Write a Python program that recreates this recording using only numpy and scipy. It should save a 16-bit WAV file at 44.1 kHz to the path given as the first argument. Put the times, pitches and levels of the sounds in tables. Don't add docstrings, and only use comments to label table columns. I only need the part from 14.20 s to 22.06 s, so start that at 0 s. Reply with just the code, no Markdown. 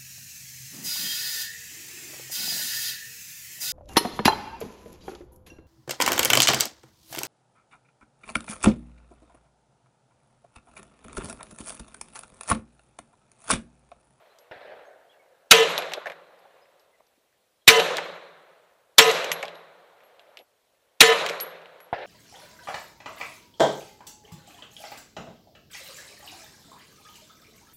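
import sys
import numpy as np
from scipy import signal
from scipy.io import wavfile
from scipy.ndimage import uniform_filter1d

SR = 44100
rng = np.random.default_rng(int(sys.argv[2]) if len(sys.argv) > 2 else 0)


def pcm_store(signal):
    levels = np.round(np.clip(np.atleast_2d(signal), -1, 1) * 32767)
    wavfile.write(sys.argv[1], SR, levels.astype(np.int16).T)


def rack_gain(trim_db):
    fader = np.asarray(trim_db, float)
    return 10 ** (fader / 20)


N = 346626
CEILING = .78


def evened(x):
    return x / np.sqrt(np.mean(x ** 2) + 1e-20)


def read(points, hz):
    f, value = np.transpose(points)
    return np.interp(np.log(hz + 1), np.log(f + 1), value)


def curve(points, t):
    return np.interp(t, *np.transpose(points))


def add(mix, s, sound):
    part = mix[round(s * SR):][:len(sound)]
    part += sound[:len(part)]


def resonate(x, hz, width):
    turn = np.exp(2j * np.pi * np.cumsum(hz * np.ones(len(x))) / SR)
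    pole = np.exp(-np.pi * abs(width) / SR)
    smooth = signal.lfilter([1 - pole], [1, -pole], x / turn)
    return 2 * (turn * smooth).real


def noise(colour, size, loss_db=None, patchy_db=5.5, flicker_db=-0.34):
    frames, hz = size // 128 + 5, np.fft.rfftfreq(512, 1 / SR)[:, None]
    a, b, patches = rng.standard_normal((frames, len(hz), 3)).T
    flicker = evened(uniform_filter1d(patches[0], size=3))
    patches = uniform_filter1d(patches, size=6, axis=0)
    patches = evened(uniform_filter1d(patches, size=8, axis=1))
    shape = rack_gain(read(colour, hz))
    shape = shape / np.sqrt(np.mean(shape ** 2)) / np.sqrt(2 * 384)
    z = (a + 1j * b) * shape * rack_gain(patchy_db * patches + flicker_db * flicker)
    if loss_db:
        z = z * rack_gain(loss_db(hz, np.arange(frames) * 128 / SR))
    return 2 * signal.istft(z, nperseg=512, noverlap=384)[1][:size]


# top t/s, top level/dB, hold t/s, fade/(dB/s)
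RUMBLE_SWELLS = [
    (0, -58.5, 0.059, -10.5),
    (2.199, -59, 0.18, -27.5),
    (4.3, -59, .05, -39),
    (5.501, -58, 0.66, -240),
    (6.593, -77, 0.18, -31),
    (7.499, -54.5, .1, -18),
]


def swelling(t):
    top, db, hold, fade_db = np.transpose(RUMBLE_SWELLS)[:, :, None]
    rise_db = 25
    level = db + rise_db * np.minimum(t - top, 0) + fade_db * np.maximum(t - top - hold, 0)
    return np.sqrt((rack_gain(level) ** 2).sum(axis=0))


# f/Hz, level/(dB per Hz)
RUMBLE_SPECTRUM = [(50, -29.5), (120, -32.5), (172, -17.5), (260, -33), (400, -8.5), (560, 3), (760, -4.5),
                   (1050, -8), (2200, -14), (4200, -21), (4800, -31), (8000, -38.5)]
# f/Hz, level/(dB per Hz)
HISS_SPECTRUM = [(30, -4.5), (100, -8.5), (200, -12), (330, -9), (560, 0), (800, -8.5), (1300, -12),
                 (2600, -12), (4200, -13.5), (4900, -16.5), (8000, -18), (15250, -20), (15450, -44)]
# f/Hz, level/dB
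CAMERA_WHISTLES = [(5570, -97), (7790, -95), (11090, -92)]


def background():
    t = np.arange(N) / SR
    rumble = swelling(t) * noise(RUMBLE_SPECTRUM, size=N, patchy_db=1.0)
    hiss = rack_gain(-70.5) * noise(HISS_SPECTRUM, size=N, patchy_db=1.3)
    whistles = sum(rack_gain(db) * evened(resonate(rng.standard_normal(N), hz, 35)) for hz, db in CAMERA_WHISTLES)
    return rumble + hiss + whistles


def bird(length, start_hz, end_hz, db):
    hz = np.linspace(start_hz, end_hz, round(length * SR))
    wobble, leaves = rng.standard_normal((2, round(.08 * SR)))
    wobble = evened(uniform_filter1d(wobble, size=160))[:len(hz)]
    note = signal.windows.tukey(len(hz), .6) * np.sin(2 * np.pi * np.cumsum(hz) / SR + .5 * wobble)
    blur = leaves * np.exp(-np.arange(len(leaves)) / (.03 * SR))
    return rack_gain(db) * (np.pad(note, (0, len(blur) - 1)) + .02 * signal.fftconvolve(note, blur))


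def knock(db, hz, rattle_s, thud_db, treble_db):
    t = np.arange(0, .1, 1 / SR)
    grit, fizz, hollow = rng.standard_normal((3, len(t)))
    wall = evened(resonate(resonate(grit, hz, 0.45 * hz), hz, .9 * hz))
    brass = resonate(resonate(fizz, 6600, 3000), 6600, 3000)
    brass = evened(brass + .13 * np.diff(fizz, prepend=0))
    thud = evened(resonate(resonate(resonate(hollow, 650, 400), 650, 400), 650, 600))
    fall = np.exp(-t / rattle_s) + 3 * np.exp(-t / .0006) + .08 * np.exp(-t / .018)
    swell = np.minimum(t / .004, 1) * np.exp(-t / .016)
    return rack_gain(db - 15.5) * ((wall + rack_gain(treble_db) * brass) * fall + rack_gain(thud_db) * thud * swell)


def chime(db, hz, free_s):
    t = np.arange(0, .4, 1 / SR)
    spin = uniform_filter1d(rng.standard_normal(len(t)), size=220)
    spin = evened(uniform_filter1d(spin, size=220))
    t60, linger_db = 0.4, -24
    damping_db = np.maximum(-900 * np.maximum(t - free_s, 0), linger_db)
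    level = rack_gain(db - 60 * t / t60 + damping_db + 2.4 * spin)
    return level * np.sin(2 * np.pi * hz * t + .5 * spin) * np.minimum(t / 0.0013, 1)


# t/s, peak level/dB, centre f/Hz, brass treble level/dB
FLAT_LANDINGS = [(.1594, -56, 1990, -9), (1.5789, -11, 3220, -13), (1.6222, -19, 2300, -33),
                 (1.7195, -21, 2090, -14), (1.8584, -17.5, 1510, -33), (1.8686, -16, 1800, -31),
                 (1.8994, -22, 1910, -36), (2.596, -47, 4120, -36), (3.599, -5.5, 3080, -21.5),
                 (3.7832, -12, 1950, -23), (5.228, -14, 2050, -15), (5.2816, -26.5, 2580, -24),
                 (6.19, -37, 2930, -28.5), (7.239, -35, 1780, -25), (7.356, -41, 1590, -28.5)]
# t/s, peak level/dB, centre f/Hz, brass treble level/dB
RIM_LANDINGS = [(.187, -43.5, 5090, -5), (1.7358, -11, 3160, -22), (1.9188, -24.5, 1820, -35),
                (3.127, -58.5, 1610, -12), (3.7693, -12, 3730, -11), (4.8924, -11.5, 3060, -18),
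                (4.9139, -26, 3030, 10), (5.044, -15.5, 2700, -8), (5.117, -7, 2300, -3.5),
                (5.2539, -23.5, 2610, -28), (5.805, -43, 1940, -25.5), (5.835, -43.5, 1950, -24.5),
                (5.9946, -38, 2730, -30.5), (6.172, -27.5, 2630, -33), (6.548, -58, 1980, -21),
                (7.0632, -11.5, 2060, -8.5), (7.089, -14.5, 3550, -20), (7.0964, -16.5, 2060, -6),
                (7.2015, -18, 4430, -17), (7.418, -39.5, 2330, -35), (7.458, -37, 2290, -30),
                (7.6035, -33.5, 1594, -14)]
# t/s, peak level/dB, f/Hz, free t/s before the wall damps them
BRASS_CHIMES = [(.1906, -62, 11393, 0.043), (1.49, -44, 11466, 0.031), (1.578, -34, 11350, 0.01),
                (1.64, -66, 11390, .02), (1.69, -66, 11500, .05), (1.76, -64, 11358, .05),
                (1.869, -61.5, 11385, .08), (2.19, -68.5, 11300, .012), (2.595, -66, 11428, .03),
                (2.87, -76, 11420, 0.026), (3.59, -40, 11400, 0.09), (3.705, -64, 11689, .06),
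                (3.835, -63, 11681, .1), (3.945, -69, 11500, 0.027), (4.868, -37.5, 11400, .09),
                (4.92, -45, 11570, 0.13), (5.05, -64, 11490, .06), (5.1164, -32, 11300, 0.022),
                (5.155, -53, 11400, 0.14), (5.345, -63, 11330, 0.065), (5.835, -65, 11531, .05),
                (5.995, -74, 11353, .025), (6.082, -75.5, 11342, .05), (6.172, -64, 11500, .02),
                (6.19, -62, 11372, 0.044), (6.92, -47, 11300, .13), (7.1, -56, 11350, 0.12),
                (7.205, -28, 11400, 0.03), (7.251, -46.5, 11440, 0.067), (7.6033, -52, 11340, 0.048)]


def cases():
    mix = np.zeros(N)
    hits = [(*row, .0087, 2.5) for row in FLAT_LANDINGS]
    hits += [(*row, .0067, -18) for row in RIM_LANDINGS]
    for s, db, hz, treble_db, rattle_s, thud_db in sorted(hits):
        add(mix, s, knock(db, hz, rattle_s, thud_db, treble_db))
    for s, db, hz, free_s in BRASS_CHIMES:
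        add(mix, s, chime(db, hz, free_s))
    return mix


def rolling(t, slap_s, slap_db, width_s, hold_db, hold_s, fall_db, late_db, late_fall_db):
    slap = slap_db * np.exp(-((t - slap_s) / width_s) ** 2)
    near = rack_gain(hold_db + slap + fall_db * np.maximum(t - hold_s, 0))
    return np.hypot(near, rack_gain(late_db + late_fall_db * t))


# f/Hz, level/(dB/s); serves the near echoes too
AIR_LOSS = [(100, 2.5), (500, 4), (1500, 3), (2800, -12), (4200, -11.5), (5000, -24), (7000, -34),
            (15000, -41)]
# f/Hz, level/(dB per Hz)
FAR_ECHO_SPECTRUM = [(60, -25), (130, -17.5), (250, -27), (420, -6), (600, 3.5), (800, -5.5), (1150, -15.5),
                     (1650, -6.5), (2100, -11.5), (2500, -14), (4100, -22.5), (5300, -30.5), (9000, -59),
                     (12000, -80)]
FAR_ECHO_ROLL = dict(slap_s=.001, slap_db=6, width_s=0.022, hold_db=-2, hold_s=.22, fall_db=-49.5, late_db=-14, late_fall_db=-9.5)


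def far_shot(db, hz, push_db, echo_db):
    t = np.arange(SR) / SR
    thump = -np.sin(2 * np.pi * hz * t) * rack_gain(-60 * t / 0.0091) * np.minimum(t / 0.0018, 1)
    ground = ((.0056, .55), (.0092, -.45), (.0145, .3))  # (delay s, share)
    thump = thump + sum(share * np.roll(thump, round(delay * SR)) for delay, share in ground)
    push = 1.3 * (1 - t / 0.0017) * np.exp(-t / 0.0018)
    push = push + 0.16 * np.sin(2 * np.pi * 130 * t) * np.exp(-t / 0.0064)
    direct = thump + rack_gain(push_db) * push * np.minimum(t / 0.00084, 1)

    def dull(f, s):
        return 1.2 * read(AIR_LOSS, f) * s

    roll = noise(FAR_ECHO_SPECTRUM, size=SR, loss_db=dull, patchy_db=2.3, flicker_db=1.5)
    roll = roll * rack_gain(echo_db) * rolling(t, **FAR_ECHO_ROLL)
    return rack_gain(db) * direct + roll * np.minimum(t / 0.0033, 1)


# f/Hz, level/(dB per Hz)
GAS_SPECTRUM = [(60, -22), (300, -10.5), (1400, -8.5), (2000, -1), (3600, -4), (4600, -9), (6500, -9.5),
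                (8500, -15.5), (14500, -23.5), (16000, -34.5)]
# t/s after the shot, f/Hz
SPIRAL_WHINE = [(0, 3900), (.007, 3600), (.011, 2300), (.017, 2000), (.03, 1850)]
# t/s after the shot, level/dB
BLAST_PUSH = [(-.007, -52), (-.002, -32), (-.001, -15.5), (.001, 9.5), (.011, 5.5), (.017, -9), (.03, -15),
              (.05, -25.5), (.09, -33.5)]


def blast():
    t = np.arange(-.008, .1, 1 / SR)
    grit = rng.standard_normal(len(t))
    waver = evened(uniform_filter1d(rng.standard_normal(len(t)), size=90))
    hz = curve(SPIRAL_WHINE, t) * (1 + 0.037 * waver)
    whine = evened(resonate(resonate(grit, hz, 2200), hz, 1600))
    wall = sum((-1) ** k * resonate(grit, mode[0], 47) for k, mode in enumerate(DRUM_MODES) if mode[0] > 900)
    gas = noise(GAS_SPECTRUM, size=len(t)) + 0.47 * evened(wall)
    share = np.clip(.55 - 12 * np.maximum(t - .015, 0), 0, 1)
    crossing = np.cos(2 * np.pi * np.cumsum(445 + .04 * hz) / SR)
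    slaps = 1 + CEILING / 2 * np.clip(t / .02, 0, 1) * crossing
    return rack_gain(curve(BLAST_PUSH, t)) * slaps * (share * whine + (1 - share) * gas)


# f/Hz, level/(dB per Hz)
TREE_SPECTRUM = [(29, -74), (50, -49.5), (145, -26), (271, -22.5), (532, 2), (842, -9), (997, -6.5),
                 (2400, -10), (3250, -13), (4000, -10.5), (4550, -21), (7100, -25), (8000, -30),
                 (11700, -39.5), (14900, -48), (16000, -74.5)]
TREE_ROLL = dict(slap_s=.12, slap_db=5, width_s=0.011, hold_db=1, hold_s=0.19, fall_db=-56, late_db=-13.5, late_fall_db=-25.5)
# f/Hz, width f/Hz, level/dB, fade/(dB/s)
AIR_COLUMN = (170.5, 19.5, -14.5, -43.5)


def echoes():
    t = np.arange(2 * SR) / SR
    hz, width, db, fade_db = AIR_COLUMN
    hum = resonate(resonate(rng.standard_normal(len(t)), hz, width), hz, 2 * width)
    hum = evened(hum) * rack_gain(db + fade_db * t)

    def dull(f, s):
        return read(AIR_LOSS, f) * (s - .2)

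    trees = noise(TREE_SPECTRUM, size=len(t), loss_db=dull, patchy_db=1.5, flicker_db=0.0)
    return rolling(t, **TREE_ROLL) * trees + hum


# f/Hz, level/dB, t60/s
DRUM_MODES = [(172, -20, .25), (445, 0, 1.), (460.5, -2, 2.), (551, -18, .8), (731, -10, 1.),
              (997, -10, .8), (1065, -20, .8), (1261, -10, .8), (1505, -21, .6), (1762, -9, .7),
              (1855, -21, .6), (1951, -19, .6), (2012, -13, .7), (2050, -8, .7), (2335, -20, .5),
              (2450, -20, .5), (2515, -18, .6), (2695, -20, .5), (2742, -11, .7), (2775, -15, .7),
              (2835, -20, .5), (3024, -11, 1.), (3144, -21, .5), (3310, -14, .8), (3585, -19, .6),
              (3770, -19, .6), (3853, -14, .7), (4113, -18, .5), (4474, -21, .4)]
# t/s after the shot, level/dB
GRIP_SWING = [(0, -9), (.03, -3.5), (.11, 1), (.14, -7.5), (.2, -36.5), (.4, -56)]


def drum():
    t = np.arange(0, .4, 1 / SR)
    hz, db, t60 = np.transpose(DRUM_MODES)[:, :, None]
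    luck, *steps = rng.standard_normal((len(DRUM_MODES), 25)).T
    knots = np.linspace(0, .4, len(steps))
    waver = np.array([np.interp(t, knots, s) for s in np.transpose(steps)])
    upper = hz > 500
    level = rack_gain(db - 60 * t / t60 + upper * (2.5 + 2.2 * luck[:, None] + 1.7 * waver))
    sign = (-1) ** np.arange(len(DRUM_MODES))[:, None]
    modes = sign * level * np.sin(2 * np.pi * hz * t + .4 * upper * waver)
    return rack_gain(curve(GRIP_SWING, t)) * modes.sum(axis=0)


def slide(length, hz, db):
    grit = rng.standard_normal(round(.1 * SR))[:round(length * SR)]
    rub = resonate(resonate(grit, hz, 0.42 * hz), hz, 0.42 * hz)
    return rack_gain(db) * evened(rub) * signal.windows.tukey(len(grit), .5)


# t/s, length t/s, start f/Hz, end f/Hz, level/dB
BIRD_NOTES = [
    (.09, 0.054, 3950, 4200, -68),
    (.645, 0.045, 6340, 6530, -72),
    (.89, 0.038, 3203, 3440, -60),
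    (.915, 0.032, 3200, 2550, -64.5),
    (.99, 0.029, 2300, 2120, -64),
    (2.41, .04, 4930, 5200, -68),
    (2.72, 0.046, 2140, 1890, -67.5),
    (3.39, .05, 4370, 3830, -75.5),
    (3.415, .02, 3300, 3250, -67),
]
# t/s, peak level/dB, thump f/Hz, low push level/dB, echo level/dB
FAR_SHOTS = [
    (0.3112, -35.5, 785, -1, -45),
    (.3605, -44, 800, 2, -61),
    (7.728, -3, 775, -16.5, -37),
]
# t/s, peak level/dB, ring level/dB, echo level/dB
NEAR_SHOTS = [
    (1.311, -4, -13, -27),
    (3.478, -3, -14.5, -27),
    (4.783, -3.5, -15, -26.5),
    (6.806, -4, -13.5, -27),
]
# t/s, length t/s, f/Hz, level/dB
CASE_SLIDES = [(1.612, 0.032, 13400, -72), (1.765, 0.023, 570, -34), (2.187, .008, 4900, -69.5),
               (2.25, 0.012, 804, -53), (2.452, 0.012, 2000, -63.5), (2.866, .008, 4900, -68.5),
               (5.352, 0.0075, 3480, -50), (2.801, 0.008, 613, -54), (2.975, 0.01, 300, -66),
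               (3.768, 0.026, 3000, -42), (5.233, 0.025, 730, -40.5), (6.085, 0.019, 570, -56.5),
               (6.176, 0.06, 524, -53.5), (6.175, 0.049, 2500, -61), (7.098, 0.02, 540, -29.5),
               (7.205, 0.028, 12400, -46)]


def scene():
    mix = background()
    for s, db, ring_db, echo_db in NEAR_SHOTS:
        add(mix, s - .008, rack_gain(db + 5) * blast())
        add(mix, s + .004, rack_gain(ring_db) * drum())
        add(mix, s, rack_gain(echo_db) * echoes())
    for s, *how in FAR_SHOTS:
        add(mix, s, far_shot(*how))
    mix = mix + cases()
    for table, source in ((CASE_SLIDES, slide), (BIRD_NOTES, bird)):
        for s, *how in table:
            add(mix, s, source(*how))
    return mix[None]


def roll_off(x):
    return signal.sosfilt(signal.butter(12, 16590, fs=SR, output="sos"), x)


def record(dry):
    held = dry / (1 + abs(dry / CEILING) ** 3) ** (1 / 3)
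    held = signal.lfilter(*signal.butter(1, 90 / (SR / 2), "high"), held)
    held = signal.oaconvolve(held, signal.firwin(95, 15500, fs=SR)[None], "same")
    return roll_off(held)


dry = scene()
out = record(dry)
pcm_store(out)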